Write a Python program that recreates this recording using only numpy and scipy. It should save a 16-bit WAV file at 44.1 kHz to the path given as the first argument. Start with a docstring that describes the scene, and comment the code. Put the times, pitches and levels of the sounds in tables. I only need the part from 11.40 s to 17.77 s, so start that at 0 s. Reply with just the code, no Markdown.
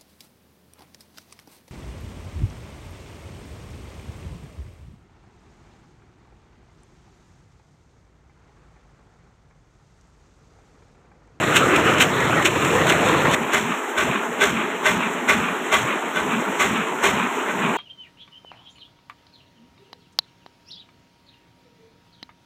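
"""A jet of water roars into a concrete tank, pumped by a slow, chugging single-cylinder diesel.
After two seconds we listen from further back, by the spillway, where the exhaust blasts stand out,
ring in the stack and echo round the yard. Each firing brings a hiss of gas, a low thump and a rasp of
valve gear; on some cycles the engine barely fires. The water is turbulent noise, bubbles and spray.
By the spillway the low rumble is gated as by a phone's wind filter."""
import sys
import numpy as np
from scipy import signal
from scipy.fft import rfft, irfft
from scipy.io import wavfile

SR = 44100
rng = np.random.default_rng(int(sys.argv[2]) if len(sys.argv) > 2 else 0)


def pcm_store(signal):
    """Save signal as 16-bit PCM."""
    levels = np.round(np.clip(np.atleast_2d(signal), -1, 1) * 32767)
    wavfile.write(sys.argv[1], SR, levels.astype(np.int16).T)


N = 280917
STEP_BACK_S = 1.951   # the listening place jumps from tank to spillway

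# The engine's firings. Each row: start in seconds, levels in dB of hiss, stack ring, thump and rasp,
# swell of hiss and ring in seconds.
FIRINGS = [(0.158, -11, -4, -32, -21, 0.054), (0.604, -9, -10, -32, -26.5, 0.031),
           (1.048, -12.5, -16, -34, -24.5, 0.021), (1.490, -17, -5, -32, -24, 0.046),
           (1.931, -18, -12.5, -36, -33, 0.059), (2.132, -19, -4, -32, -26.5, 0.059),
           (2.575, -22.5, -0.5, -26.5, -25.5, 0.033), (3.015, -19, -1, -28, -24, 0.065),
           (3.455, -18.5, -0.5, -28, -25, 0.055), (3.887, -19, -2.5, -26, -26, 0.04),
           (4.328, -18, -0.5, -28.5, -25, 0.063), (4.765, -31, -6, -34, -24.5, 0.075),
           (5.198, -17.5, -5, -31.5, -23.5, 0.048), (5.635, -17.5, -1.5, -26, -23.5, 0.037),
           (6.076, -40, -12, -43, -24, 0.08)]
# Bright colour of the close hiss and the ticks. Each row: frequency in Hz, relative level in dB.
BRIGHT_TONE = [(300, -44), (1000, -3.5), (1700, -1), (2500, 2.5), (3200, -1), (4200, -9.5), (6000, -10),
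               (7600, -8.5), (10000, -21.5), (15000, -24.5)]
# Fader moves for the jet. Each row: time in seconds, levels in dB of roar, rumble and spray.
JET_LEVELS = [(0.0, -18.5, -30, -36.5), (0.1, -20, -28, -32.5), (0.48, -17.5, -27.5, -34),
              (0.74, -22, -29, -36.5), (0.92, -19, -27, -35), (1.06, -21.5, -30, -36.5),
              (1.45, -18.5, -25, -32.5), (1.68, -18, -26.5, -34), (1.95, -19, -29.5, -36.5)]
# Fader moves by the spillway. Each row: time in seconds, levels in dB of wash, spray and rumble.
SPILLWAY_LEVELS = [(1.95, -24, -38, -27), (2.32, -29, -40, -27.5), (2.39, -27.5, -39, -55),
                   (2.54, -29.5, -39.5, -48), (2.62, -24, -37, -29), (2.9, -27, -42, -31),
                   (3.3, -27, -42.5, -30.5), (4.0, -26, -40.5, -29), (4.7, -26.5, -40, -30.5),
                   (4.95, -25, -39, -27), (5.5, -26, -40.5, -25.5), (6.0, -25.5, -39.5, -30.5),
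                   (6.37, -24.5, -39.5, -23.5)]


def exhaust(near):
    """Each firing blows a rough jet of gas that hisses and rings the stack; the far hiss echoes."""
    # Colour of the distant hiss. Each row: frequency in Hz, relative level in dB.
    far_tone = [(200, -34), (600, -3.5), (1500, 3), (2200, 2), (3400, -4), (4200, -11), (6000, -9.5),
                (7500, -8.5), (10000, -22.5), (15000, -23)]
    # Echoes off the yard walls. Each row: delay in seconds, gain in dB, swell and 60 dB decay in seconds.
    yard_echoes = [(0.045, -5.5, 0.098, 0.095), (0.06, -14.5, 0.063, 0.73)]
    # Resonances of the stack. Each row: frequency in Hz, width in Hz, gain in dB.
    stack_modes = [(405, 22, 3.5), (620, 20, 3), (950, 26, -5), (1140, 30, 4), (1530, 40, 3),
                   (1840, 22, -6), (2060, 70, 0), (2420, 30, -3), (2650, 90, -12), (3000, 23, -10),
                   (3450, 90, -13)]
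    start, hiss_db, ring_db, _, _, swell = np.transpose(FIRINGS)
    far = start > STEP_BACK_S
    gas = rng.standard_normal((3, N)) * from_db(2.2 * drift(150))   # the gas sputters
    hiss = np.where(near, coloured(gas[0], BRIGHT_TONE), coloured(gas[1], far_tone))
    near_puffs = bursts(start[~far] + 0.0047, hiss_db[~far], swell[~far], t60_s=0.1)
    far_puffs = bursts(start[far] + 0.0065, hiss_db[far], swell[far], t60_s=0.11)
    echoes = sum(bursts(start[far] + delay, hiss_db[far] + db, rise, fall)
                 for delay, db, rise, fall in yard_echoes)
    drive = gas[2] * bursts(start + 0.0034, ring_db, swell, t60_s=0.17)
    ring = sum((-1) ** k * from_db(db + 2.5 * drift(2.0)) * resonate(drive, hz, width)
               for k, (hz, width, db) in enumerate(stack_modes))
    return hiss * (np.where(near, near_puffs, far_puffs) + echoes) + ring


def thump():
    """Each firing sends a low pressure pulse with returns, then a short boom."""
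    # The pulse and its returns. Each row: delay in seconds, gain in dB.
    arrivals = [(.002, -15), (.042, -9), (.095, -12)]
    # Colour of the boom. Each row: frequency in Hz, relative level in dB.
    boom_tone = [(40, -29), (70, -2), (105, 3.5), (140, 19.5), (200, -43.5)]
    # Booms after a firing. Each row: delay in seconds, gain in dB, swell and 60 dB decay in seconds.
    booms = [(0.079, -19, 0.14, 0.28), (0.125, -9, 0.2, 0.094)]
    pitch_hz, width_hz = 72, 28
    start, _, _, thump_db, _, _ = np.transpose(FIRINGS)
    pulses = np.full(N, 1e-18)
    for delay, db in arrivals:
        at = ((start + delay) * SR).astype(int)
        pulses[at] = from_db(thump_db + db + rng.normal(0, 1.8, len(start)))
    thud = resonate(resonate(pulses, pitch_hz, width_hz), pitch_hz, 2 * width_hz)
    boom_shape = sum(bursts(start + delay, thump_db + db, swell, t60) for delay, db, swell, t60 in booms)
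    return thud * SR / width_hz / 2 + noise(boom_tone) * boom_shape


def valve_gear():
    """The valve gear rattles between firings, a rasp duller than the exhaust."""
    # Colour of the rasp. Each row: frequency in Hz, relative level in dB.
    rasp_tone = [(400, -22), (850, -13), (1050, 13.5), (1400, 8), (2000, 3), (2450, 10.5), (3000, 0.5),
                 (3800, -6), (6000, -75), (15000, -43)]
    start, _, _, _, rasp_db, _ = np.transpose(FIRINGS)
    rattle = rng.standard_normal(N) * from_db(2.0 * drift(85))
    peak_s = start + np.where(start > STEP_BACK_S, 0.166, 0.18)
    return coloured(rattle, rasp_tone) * bursts(peak_s, rasp_db, swell_s=0.19, t60_s=0.3)


def jet():
    """The jet plunges into the tank: a bubbling roar over low churning."""
    # Colours of the roar and the churning. Each row: frequency in Hz, relative level in dB.
    roar_tone = [(60, -13), (150, -16.5), (300, 2), (480, 1), (750, -6.5), (1300, -1), (2000, -6),
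                 (3000, -12.5), (5000, -23), (15000, -57)]
    rumble_tone = [(30, -31), (50, -49), (75, -1.5), (150, 9), (220, 4), (350, -41.5)]
    roar_db, rumble_db, _ = in_time(JET_LEVELS)
    roar = water(roar_tone, patchy_db=1.5, together_db=1.2, grains_per_s=1500, grain_share=0.87)
    roar += from_db(-6.5) * bubbles(400, low_hz=257.5, high_hz=1536, cycles=14.0)
    return from_db(roar_db) * roar + from_db(rumble_db) * noise(rumble_tone)


def spillway():
    """Water runs over the spillway in a smoother, bubbling wash."""
    # Colour of the wash. Each row: frequency in Hz, relative level in dB.
    wash_tone = [(150, -40), (250, 1.5), (300, -1.5), (420, 4), (540, -11.5), (640, -2.5), (750, -5),
                 (870, 1), (1200, -2.5), (2000, -6), (3200, -14), (4200, -25.5), (6000, -76), (15000, -60)]
    wash_db, _, _ = in_time(SPILLWAY_LEVELS)
    wash = water(wash_tone, patchy_db=1.34, together_db=0.94, grains_per_s=3000, grain_share=0.3)
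    wash += from_db(-6.5) * bubbles(600, low_hz=322, high_hz=1503, cycles=14.0)
    return from_db(wash_db) * wash


def gated_rumble():
    """Low rumble gated as by a phone's wind filter: opens at each firing, cuts out twice before the next."""
    # Colour of the rumble. Each row: frequency in Hz, relative level in dB.
    rumble_tone = [(60, -21), (110, -16), (160, 2.5), (230, 11), (280, 2), (360, -48)]
    # The gate over one engine cycle. Each row: time since the firing in seconds, gain in dB.
    gate_shape = [(0.0, -5.5), (0.08, -1.5), (0.17, 0.5), (0.24, -3.5), (0.275, -19), (0.33, -3.5),
                  (0.4, -15), (0.44, -4)]
    cycle_s, gain_db = np.transpose(gate_shape)
    _, _, rumble_db = in_time(SPILLWAY_LEVELS)
    t = np.arange(N) / SR
    start = np.transpose(FIRINGS)[0]
    start = start[start > STEP_BACK_S]
    since_firing = t - start[np.maximum(np.searchsorted(start, t) - 1, 0)]
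    gate_db = np.interp(since_firing % cycle_s[-1], cycle_s, gain_db) + 2.5 * drift(3.8)
    return from_db(rumble_db + gate_db) * noise(rumble_tone)


def spray(near):
    """Fine spray fizzes above the jet, then more softly above the spillway."""
    # Colour of the fizz. Each row: frequency in Hz, relative level in dB.
    spray_tone = [(800, -15), (2000, 9), (4000, -17), (6000, 1), (7500, 5.5), (10000, -10.5), (13000, -9),
                  (15500, -10.5)]
    _, _, jet_db = in_time(JET_LEVELS)
    _, spillway_db, _ = in_time(SPILLWAY_LEVELS)
    fizz = water(spray_tone, patchy_db=0.85, together_db=1.0, grains_per_s=1800, grain_share=0.44)
    return fizz * from_db(np.where(near, jet_db, spillway_db))


def ticks():
    """Sharp ticks heard only beside the tank, mostly just before a firing or 0.2 s after it."""
    # Each row: time in seconds, peak level in dB.
    clicks = [(0.0343, -26.5), (0.3615, -17), (0.5379, -25), (0.584, -21), (0.8045, -26), (1.0255, -23),
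              (1.2196, -28), (1.2485, -20.5), (1.4695, -20), (1.5219, -21), (1.6875, -21), (1.9123, -24)]
    peak_s, level_db = np.transpose(clicks)
    return noise(BRIGHT_TONE) * bursts(peak_s, level_db, swell_s=0.0084, t60_s=0.028)


def water(tone, patchy_db, together_db, grains_per_s, grain_share):
    """Turbulent noise and grains of bursting bubbles; half-octave bands flicker alone and together."""
    grains = (rng.random(N) < grains_per_s / SR) * from_db(1.6 * np.minimum(rng.exponential(1, N), 5))
    grains = rms_one(grains * rng.choice([-1, 1], N))
    white = np.sqrt(1 - grain_share) * rng.standard_normal((2, N)) + np.sqrt(grain_share) * grains
    surge_db = together_db * drift(14)
    edges_hz = 50 * 2 ** np.arange(0, 8.6, .5)
    flow = np.zeros(N)
    for k, (low, high) in enumerate(zip(edges_hz, edges_hz[1:])):
        band = signal.sosfilt(signal.butter(2, [low, high], "band", fs=SR, output="sos"), white[k % 2])
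        flow += band * from_db(surge_db + patchy_db * drift(8.1))
    return coloured(flow, tone)


def bubbles(per_s, low_hz, high_hz, cycles):
    """Air pockets ring briefly at pitches set by their size; rms 1."""
    births = (rng.random(N) < per_s / SR) * from_db(3.2 * np.minimum(rng.exponential(1, N), 4)) + 1e-18
    pitches = np.geomspace(low_hz, high_hz, 18)
    size = rng.integers(0, len(pitches), N)
    return rms_one(sum(resonate(births * (size == k), hz, 1.34 * hz / cycles) / np.sqrt(hz)
                       for k, hz in enumerate(pitches)))


def bursts(peak_s, levels_db, swell_s, t60_s):
    """Summed envelopes: a swell through 60 dB, a rounded top, an exponential fall."""
    envelope = np.zeros(N)
    for peak, db, swell, t60 in np.broadcast(peak_s, levels_db, swell_s, t60_s):
        span = np.arange(max(int((peak - swell) * SR), 0), min(int((peak + t60) * SR), N))
        t = span / SR - peak
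        envelope[span] += 2 * from_db(db) / (1000 ** (-t / swell) + 1000 ** (t / t60))
    return envelope


def resonate(x, hz, width_hz):
    """A two-pole resonance with a peak gain of 1."""
    r = np.exp(-np.pi * width_hz / SR)
    poles = [1, -2 * r * np.cos(2 * np.pi * hz / SR), r * r]
    return signal.lfilter(np.array([1, 0, -1]) * (1 - r * r) / 2, poles, x)


def drift(rate_hz):
    """A smooth random wander of spread 1."""
    hop, settle = 40, 2000
    r = np.exp(-2 * np.pi * rate_hz * hop / SR)
    slow = signal.lfilter([1], [1, -2 * r, r * r], rng.standard_normal(N // hop + settle + 2))[settle:]
    return np.interp(np.arange(N) / hop, np.arange(len(slow)), rms_one(slow))


def noise(tone):
    """Steady noise of the given colour; rms 1."""
    return coloured(rng.standard_normal(N), tone)


def coloured(x, tone):
    """x equalised by a curve of (Hz, dB) points; rms 1."""
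    hz, level_db = np.transpose(tone)
    log_hz = np.log(np.fft.rfftfreq(N, 1 / SR) + 1)
    return rms_one(irfft(rfft(x) * from_db(np.interp(log_hz, np.log(hz), level_db)), N))


def in_time(rows):
    """Fader moves as curves, one value a sample."""
    times, *columns = np.transpose(rows)
    return [np.interp(np.arange(N) / SR, times, column) for column in columns]


def from_db(db):
    return 10 ** (np.asarray(db) / 20)


def rms_one(x):
    return x / np.sqrt(np.mean(x ** 2) + 1e-20)


def scene():
    """Water and engine in mono, first beside the tank, then by the spillway."""
    near = np.arange(N) < STEP_BACK_S * SR
    bed = np.where(near, jet(), spillway() + gated_rumble()) + spray(near)
    return (bed + exhaust(near) + thump() + valve_gear() + ticks())[None]


def record(dry):
    """The microphone housing carves dips in the treble; the deep bass and the top are cut."""
    # Each row: centre in Hz, width in Hz, gain in dB.
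    housing_dips = [(4820, 220, -12), (4780, 560, -14), (5800, 500, -3), (9450, 400, -11), (11400, 400, -4),
                    (13950, 450, -8)]
    low_cut_hz, high_cut_hz = 58, 15480
    hz = np.fft.rfftfreq(N, 1 / SR)
    dips_db = sum(db * np.exp(-((hz - centre) / width) ** 2) for centre, width, db in housing_dips)
    heard = irfft(rfft(dry) * from_db(dips_db), N)
    heard = signal.sosfilt(signal.butter(3, low_cut_hz, "high", fs=SR, output="sos"), heard)
    heard = .95 * np.tanh(heard / .95)   # rounds the loudest peaks
    return signal.sosfilt(signal.ellip(14, .5, 80, high_cut_hz, fs=SR, output="sos"), heard)


dry = scene()
out = record(dry)
pcm_store(out)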